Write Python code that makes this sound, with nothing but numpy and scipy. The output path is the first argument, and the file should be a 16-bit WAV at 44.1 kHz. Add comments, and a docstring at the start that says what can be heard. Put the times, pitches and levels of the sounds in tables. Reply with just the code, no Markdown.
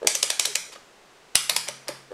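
"""Two runs of sharp plastic clicks, with soft knocks, small rubs and one short squeak, in a small live room.
A handheld meter's rotary selector is turned: at each detent the spring ticks, then snaps and rings the case.
Clicks are noise cracks plus damped modes; knocks are low pulses with a thud and a scuff on the table.
Rubs are grainy noise and the squeak is a sagging sine. Echoes, a noise tail and standing waves make the room.
Filtered noise gives the quiet air and hiss; peaks over full scale are clipped."""
import sys
import numpy as np
from scipy import signal
from scipy.fft import rfft, irfft, next_fast_len
from scipy.io import wavfile

SR = 44100
rng = np.random.default_rng(int(sys.argv[2]) if len(sys.argv) > 2 else 0)


def unload_wav(signal):
    """Save mono or channel-first audio to the path in sys.argv[1] as 16-bit WAV at rate SR, clipped to [-1, 1]."""
    wavfile.write(
        sys.argv[1],
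        SR,
        np.round(np.clip(np.atleast_2d(signal).T, -1, 1) * 32767).astype(np.int16),
    )


N = 94241  # length in samples

# Clicks of the selector. Each row: snap time in seconds, snap level in dB, tick lead before the snap in seconds,
# tick level in dB, tilt in dB per octave, favoured resonance in Hz, top treble in dB, case thud in dB,
# room boom in dB.
DETENT_CLICKS = [(0.0722, -6, .0015, -20, 0.7, 7600, -3, -22.5, -57.5),
                 (.1523, -13.5, 0.0032, -25, 1.7, 5800, -3.5, -29, -55.5),
                 (.2292, -9.5, .0022, -22.5, 0.3, 7200, -3, -26, -55.5),
                 (0.303, -13, 0.002, -23, -.7, 2290, -2.5, -28, -70),
                 (.3963, -9.5, .002, -24.5, 0.3, 2390, -5.5, -28, -59),
                 (0.4553, -14, .0025, -18, 1, 5800, -0.5, -33, -58.5),
                 (0.5554, -12, .0026, -22.5, -0.5, 6000, -4, -34.5, -58.5),
                 (1.3546, -5, .0012, -16.5, 0.63, 3290, -1, -34, -52.5),
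                 (1.4969, -10.5, 0.0025, -20.5, -2.5, 4430, 6, -26.5, -49.5),
                 (1.5644, -11.5, .0019, -24.5, 0, 4750, 0.5, -26, -48.5),
                 (1.6857, -21.5, 0.0039, -27.5, 0, 1970, -3, -25, -51.5),
                 (1.8875, -28, 0.0047, -23, -0.4, 1970, 2.5, -25, -50.5)]
# The case rocking on the table. Each row: start in seconds, level in dB, pitch in Hz.
CASE_KNOCKS = [(.0175, -30, 467), (0.0285, -21, 473), (.0465, -20, 468), (.059, -24.5, 420),
               (.473, -34, 595), (.697, -43.5, 440), (.756, -44.5, 565), (.759, -38, 1210),
               (1.889, -29.5, 545), (1.893, -34.5, 330), (2.1055, -36.5, 490), (2.1153, -28.5, 460),
               (2.126, -29.5, 513)]
# Fingers brushing the knob. Each row: start in seconds, length in seconds, level in dB, tilt in dB per octave.
FINGER_BRUSHES = [(0.065, 0.011, -33, -11), (0.717, 0.03, -41.5, -5.5), (0.749, 0.017, -44, -7.5),
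                  (1.3485, .005, -26.5, -6.5), (1.67, 0.0099, -37.5, -11.5), (1.871, 0.0147, -40.5, -11.5)]
# Resonances of plastic case and spring. Each row: nominal frequency in Hz, nominal level in dB, t60 in seconds.
CASE_MODES = [(1670, -13, .012), (2506, -0.5, 0.02), (2930, -1, 0.0092), (3630, -4, 0.019),
              (4730, -5.5, 0.02), (5160, -7, .012), (5800, 0, 0.03), (5740, -1, 0.0088),
              (6970, -3.5, 0.0098), (8100, 2, 0.013), (8840, 3.5, 0.017), (9810, 0, 0.023),
              (11160, -23.5, 0.0089)]
# Resonances of the case as a whole. Each row: nominal frequency in Hz, nominal level in dB, t60 in seconds.
BODY_MODES = [(290, -9, 0.029), (420, -9.5, 0.039), (531, -5, 0.028), (600, 0, .03), (867, -4, 0.021),
              (1225, -5.5, .016), (1645, -4, .015)]
# Colour of the contact crack, also under the finger rubs. Each row: frequency in Hz, level in dB.
CRACK_COLOUR = [(100, -9.5), (500, -16), (950, -8.5), (1450, -11), (2300, -2), (5800, 1), (9000, -2.5),
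                (12000, -6.5), (15500, -31)]
# A click summed over all directions, as the room receives it. Each row: frequency in Hz, level in dB.
SPREAD_COLOUR = [(100, -31.5), (500, -12), (1000, -12.5), (1450, -11), (2400, -2), (4000, 0.5), (5700, 0.5),
                 (7200, -1.5), (8400, -0.5), (10000, -2), (12000, -12), (15500, -33.5)]
# Colour of the case scuffing the table. Each row: frequency in Hz, level in dB.
SCUFF_COLOUR = [(80, -27), (300, 1), (650, -5.5), (1300, -16.5), (3000, -18.5), (9000, -27.5),
                (15000, -48.5)]
# Decay of the room tail. Each row: frequency in Hz, t60 in seconds.
ROOM_DECAY = [(150, 0.87), (500, 0.12), (1400, 0.5653), (3700, 0.4558), (7000, .5), (10000, 0.405),
              (15000, 0.43)]
# Colour of the room tail. Each row: frequency in Hz, level in dB.
TAIL_COLOUR = [(100, -12.5), (400, 2.5), (1200, 2.5), (3000, -3), (5500, -2.5), (9000, -3), (14000, -3)]
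# Standing waves of the room. Each row: nominal frequency in Hz, nominal level in dB, t60 in seconds.
STANDING_WAVES = [(134.4, -2, 0.97), (174.9, -3.5, 0.41), (214, -5.5, 0.52)]
# Early echoes off the walls. Each row: nominal delay in seconds, level in dB.
WALL_ECHOES = [(.0058, -19), (.0092, -16.5), (0.0136, -20), (0.0226, -25)]
# Spectrum of the steady background. Each row: frequency in Hz, relative level in dB per Hz.
BACKGROUND_COLOUR = [(25, -5), (90, -15), (140, -6), (250, -3.5), (420, 1), (1000, -3), (3000, -8.5),
                     (8000, -16.5), (15000, -32.5)]

BACKGROUND_DB = -54
ROOM_TAIL_DB, ROOM_ONSET_S = -4, 0.0028
SOFT_ROOM_DB = -4  # tail send of the knocks and the squeak

CRACK_DB, CRACK_T60_S = 4.5, 0.0043
SNAP_HOLD_S, TICK_HOLD_S = 0.0012, 0.0005  # the crack stays level this long before it decays
CHATTER_DB, CHATTER_T60_S = -14, 0.037  # loose parts shiver on after the crack
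BOUNCE_S = 0.00048  # nominal gap between strikes of the spring, all equally strong
TICK_TILT_DB = -2.84  # the tick is duller than its snap, in dB per octave
EVEN_DB, BEAMED_DB = -1, -4.5  # shares of the even and the mode-coloured click sent to the room tail
BASS_CUT_HZ = 390

FAVOUR_DB, FAVOUR_OCTAVES = 4, 0.12  # each notch favours one resonance of the case
REGRIP_S = 1.0  # after the change of grip the clicks sound hollower
HOLLOW_HZ, HOLLOW_DB, HOLLOW_OCTAVES = 6700, -3.5, 0.13

THUD_RISE_S, BOOM_RISE_S = 0.0017, 0.012  # time constants
BUMP_S, BUMP_DB, BUMP_PEAK_S = 1.3547, -24.5, 0.00062  # start, level, time from start to peak
KNOCK_RISE_S = 0.0014  # the push envelope peaks after twice this time
KNOCK_RATTLE_DB = -6.5
SCUFF_DB, SCUFF_T60_S = -11.5, 0.028
SQUEAK_S, SQUEAK_LENGTH_S, SQUEAK_DB = 0.478, 0.05, -41
SQUEAK_HZ, SQUEAK_SAG_HZ_PER_S = 447, 1160  # starting pitch and its fall

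CLIP_TOP, TOP_HZ = 1, 15900  # full scale; nominal upper band limit


def amp(db):
    """Decibels to gain."""
    return 10 ** (np.asarray(db) / 20)


def unit(x):
    """Scale to rms 1."""
    return x / np.sqrt(np.mean(x ** 2) + 1e-20)


def along(points, hz):
    """Read a curve of (Hz, value) points on a log frequency axis."""
    f, v = np.transpose(points)
    return np.interp(np.log(hz + 1), np.log(f + 1), v)


def coloured(x, db_of_hz):
    """Filter with a dB curve at minimum phase, so nothing sounds before its cause."""
    m = 2 * next_fast_len(len(x) // 2 + 4096)
    log_gain = np.log(amp(db_of_hz(np.fft.rfftfreq(m, 1 / SR))))
    cepstrum = irfft(log_gain, m)
    # Fold the cepstrum onto positive time.
    cepstrum[1:m // 2] *= 2
    cepstrum[m // 2 + 1:] = 0
    return irfft(rfft(x, m) * np.exp(rfft(cepstrum)), m)[:len(x)]


def tilt_curve(tilt_db, hz):
    """A dB-per-octave slope around 5 kHz, flat below 1 kHz and above 12 kHz."""
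    return tilt_db * np.log2(np.clip(hz, 1000, 12000) / 5000)


def bass_cut(x):
    """The small case radiates no deep bass."""
    highpass = signal.butter(3, BASS_CUT_HZ, 'high', fs=SR, output='sos')
    return signal.sosfilt(highpass, x)


def fade(t, t60):
    """Exponential decay by 60 dB in t60 seconds."""
    return np.exp(-np.log(1000) * t / t60)


def swell(t, length_s):
    """A half-sine envelope, silent after length_s."""
    return np.sin(np.pi * np.minimum(t / length_s, 1))


def add(track, s, x):
    """Mix x into the track at s seconds."""
    i = max(0, round(s * SR))
    track[i:i + len(x)] += x[:max(0, N - i)]


def ring(modes, t, spread_db=1.0, detune=0.016):
    """Damped modes, each with random polarity and slightly random level and pitch."""
    total = np.zeros(len(t))
    for hz, db, t60 in modes:
        gain = rng.choice([-1, 1]) * amp(db + spread_db * rng.normal())
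        pitch_hz = hz * (1 + detune * rng.normal())
        total += gain * fade(t, t60) * np.sin(2 * np.pi * pitch_hz * t)
    return total


def in_room(x, send):
    """Direct sound x with early wall echoes, plus the diffuse noise tail excited by send."""
    noise = rng.standard_normal(SR * 3 // 4)
    hz, t, bands = signal.stft(noise, SR, nperseg=256)
    decay = fade(t, along(ROOM_DECAY, hz)[:, None])
    tail = signal.istft(bands * decay, SR, nperseg=256)[1]
    tail *= 1 - np.exp(-(np.arange(len(tail)) / SR / ROOM_ONSET_S) ** 2)
    tail = coloured(tail / np.linalg.norm(tail), lambda f: along(TAIL_COLOUR, f))
    tail *= amp(ROOM_TAIL_DB)
    early = np.zeros(len(tail))
    early[0] = 1  # direct sound
    for delay_s, db in WALL_ECHOES:
        early[round(delay_s * SR * rng.uniform(.96, 1.04))] += amp(db)
    return signal.fftconvolve(x, early) + signal.fftconvolve(send, tail)


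def background():
    """Quiet room air and hiss: steady filtered noise."""
    hiss = coloured(rng.standard_normal(N), lambda hz: along(BACKGROUND_COLOUR, hz))
    return amp(BACKGROUND_DB) * unit(hiss)


def squeak():
    """A finger slips on the knob: a short, low stick-slip tone that sags as the finger slows."""
    out, t = np.zeros(N), np.arange(SR // 10) / SR
    pitch_hz = SQUEAK_HZ - SQUEAK_SAG_HZ_PER_S * t
    tone = np.sin(2 * np.pi * np.cumsum(pitch_hz) / SR)
    tone *= amp(SQUEAK_DB) * swell(t, SQUEAK_LENGTH_S)
    add(out, SQUEAK_S, in_room(tone, amp(SOFT_ROOM_DB) * tone))
    return out


def fingers():
    """Short rubs as the hand grips and loads the knob: noise of uneven grain strength."""
    out, t = np.zeros(N), np.arange(SR // 10) / SR
    for s, length_s, db, tilt_db in FINGER_BRUSHES:
        grains = rng.standard_normal(len(t)) * amp(3.5 * rng.standard_normal(len(t)))
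        rub = coloured(grains, lambda hz: along(CRACK_COLOUR, hz))
        rub = coloured(rub, lambda hz: tilt_curve(tilt_db, hz))
        rub = unit(bass_cut(rub)) * amp(db) * swell(t, length_s)
        add(out, s, in_room(rub, rub))
    return out


def thud():
    """The whole case shakes: low damped modes with a soft onset, redrawn each time; peak 1."""
    t = np.arange(SR // 10) / SR
    shake = ring(BODY_MODES, t, spread_db=1, detune=0.023)
    shake = bass_cut(shake * (1 - np.exp(-t / THUD_RISE_S)))
    return shake / np.abs(shake).max()


def rocking():
    """Soft, dull knocks of the padded case on the table: a pitched push, a body thud and a scuff."""
    out, t = np.zeros(N), np.arange(SR // 10) / SR
    u = t / KNOCK_RISE_S
    for s, db, hz in CASE_KNOCKS:
        push = (u / 2) ** 2 * np.exp(2 - u) * np.sin(2 * np.pi * hz * t)
        scuff = unit(coloured(rng.standard_normal(len(t)), lambda f: along(SCUFF_COLOUR, f)))
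        scuff *= (1 - np.exp(-u)) * fade(t, SCUFF_T60_S)
        knock = amp(db) * (push + amp(KNOCK_RATTLE_DB) * thud() + amp(SCUFF_DB) * scuff)
        add(out, s, in_room(knock, amp(SOFT_ROOM_DB) * knock))
    return out


def room_boom():
    """Each snap sets the room's standing waves humming, with a soft onset."""
    t = np.arange(N) / SR
    return ring(STANDING_WAVES, t, spread_db=2, detune=0.00397) * (1 - np.exp(-t / BOOM_RISE_S))


def bump():
    """A low bump under the hardest snap: one smooth pressure pulse."""
    u = np.arange(N) / SR / BUMP_PEAK_S
    return amp(BUMP_DB) * u * np.exp(1 - u)


def notch_colour(tilt_db, favoured_hz, top_db, regripped):
    """The dB curve that one position of dial and hand gives its click."""
    def curve(hz):
        def bell(centre_hz, octaves):
            return np.exp(-.5 * (np.log2((hz + 1) / centre_hz) / octaves) ** 2)
        top = top_db * np.clip((hz - 8000) / 4000, 0, 1)  # treble shelf
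        favour = FAVOUR_DB * bell(favoured_hz, FAVOUR_OCTAVES)
        hollow = regripped * HOLLOW_DB * bell(HOLLOW_HZ, HOLLOW_OCTAVES)
        return tilt_curve(tilt_db, hz) + top + favour + hollow
    return curve


def contact(colour, hold_s, count):
    """One noise crack while the spring strikes the case modes count times; rows: direct, room send."""
    t = np.arange(SR // 10) / SR
    modes, rings = ring(CASE_MODES, t), np.zeros(len(t))
    for k in range(count):
        i = round(abs(k + .2 * rng.normal()) * BOUNCE_S * SR) if k else 0
        rings[i:] += modes[:len(t) - i]
    shape = fade(np.maximum(t - hold_s, 0), CRACK_T60_S)
    shape += amp(CHATTER_DB) * fade(t, CHATTER_T60_S)
    crack = coloured(shape * rng.standard_normal(len(t)), lambda hz: along(CRACK_COLOUR, hz))
    click = unit(rings) + amp(CRACK_DB) * unit(crack)
    click = unit(bass_cut(coloured(click, colour)))
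    impulse = 1. * (t == 0)
    even = coloured(impulse, lambda hz: along(SPREAD_COLOUR, hz) + colour(hz))
    even = unit(bass_cut(even))
    send = amp(EVEN_DB) * even + amp(BEAMED_DB) * click
    # The direct click carries the energy of rms 1 over 2 ms.
    return np.array([click, send]) * np.sqrt(.002 / t[-1])


def dial():
    """At each detent the spring ticks over the ridge, then snaps into the notch and shakes the case."""
    out = np.zeros(N)
    for s, snap_db, lead_s, tick_db, tilt_db, favoured_hz, top_db, thud_db, boom_db in DETENT_CLICKS:
        regripped = s > REGRIP_S
        snap_colour = notch_colour(tilt_db, favoured_hz, top_db, regripped)
        tick_colour = notch_colour(tilt_db + TICK_TILT_DB, favoured_hz, top_db, regripped)
        snap = amp(snap_db) * contact(snap_colour, SNAP_HOLD_S, count=3)
        tick = amp(tick_db) * contact(tick_colour, TICK_HOLD_S, count=2)
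        add(out, s - lead_s, in_room(*tick))
        add(out, s, in_room(*(snap + amp(thud_db) * thud())))
        add(out, s, amp(boom_db) * room_boom())
    add(out, BUMP_S, bump())
    return out


def scene():
    """Everything summed at one microphone."""
    return (background() + squeak() + fingers() + rocking() + dial())[None]


def record(dry):
    """Overload clips peaks beyond full scale; the treble then fades out around the band limit."""
    m = next_fast_len(N + SR // 2)
    keep = np.clip((TOP_HZ - np.fft.rfftfreq(m, 1 / SR)) / 700 + .3, 0, 1)
    clipped = np.clip(dry, -CLIP_TOP, CLIP_TOP)
    return irfft(rfft(clipped, m) * keep, m)[..., :N]


dry = scene()
out = record(dry)
unload_wav(out)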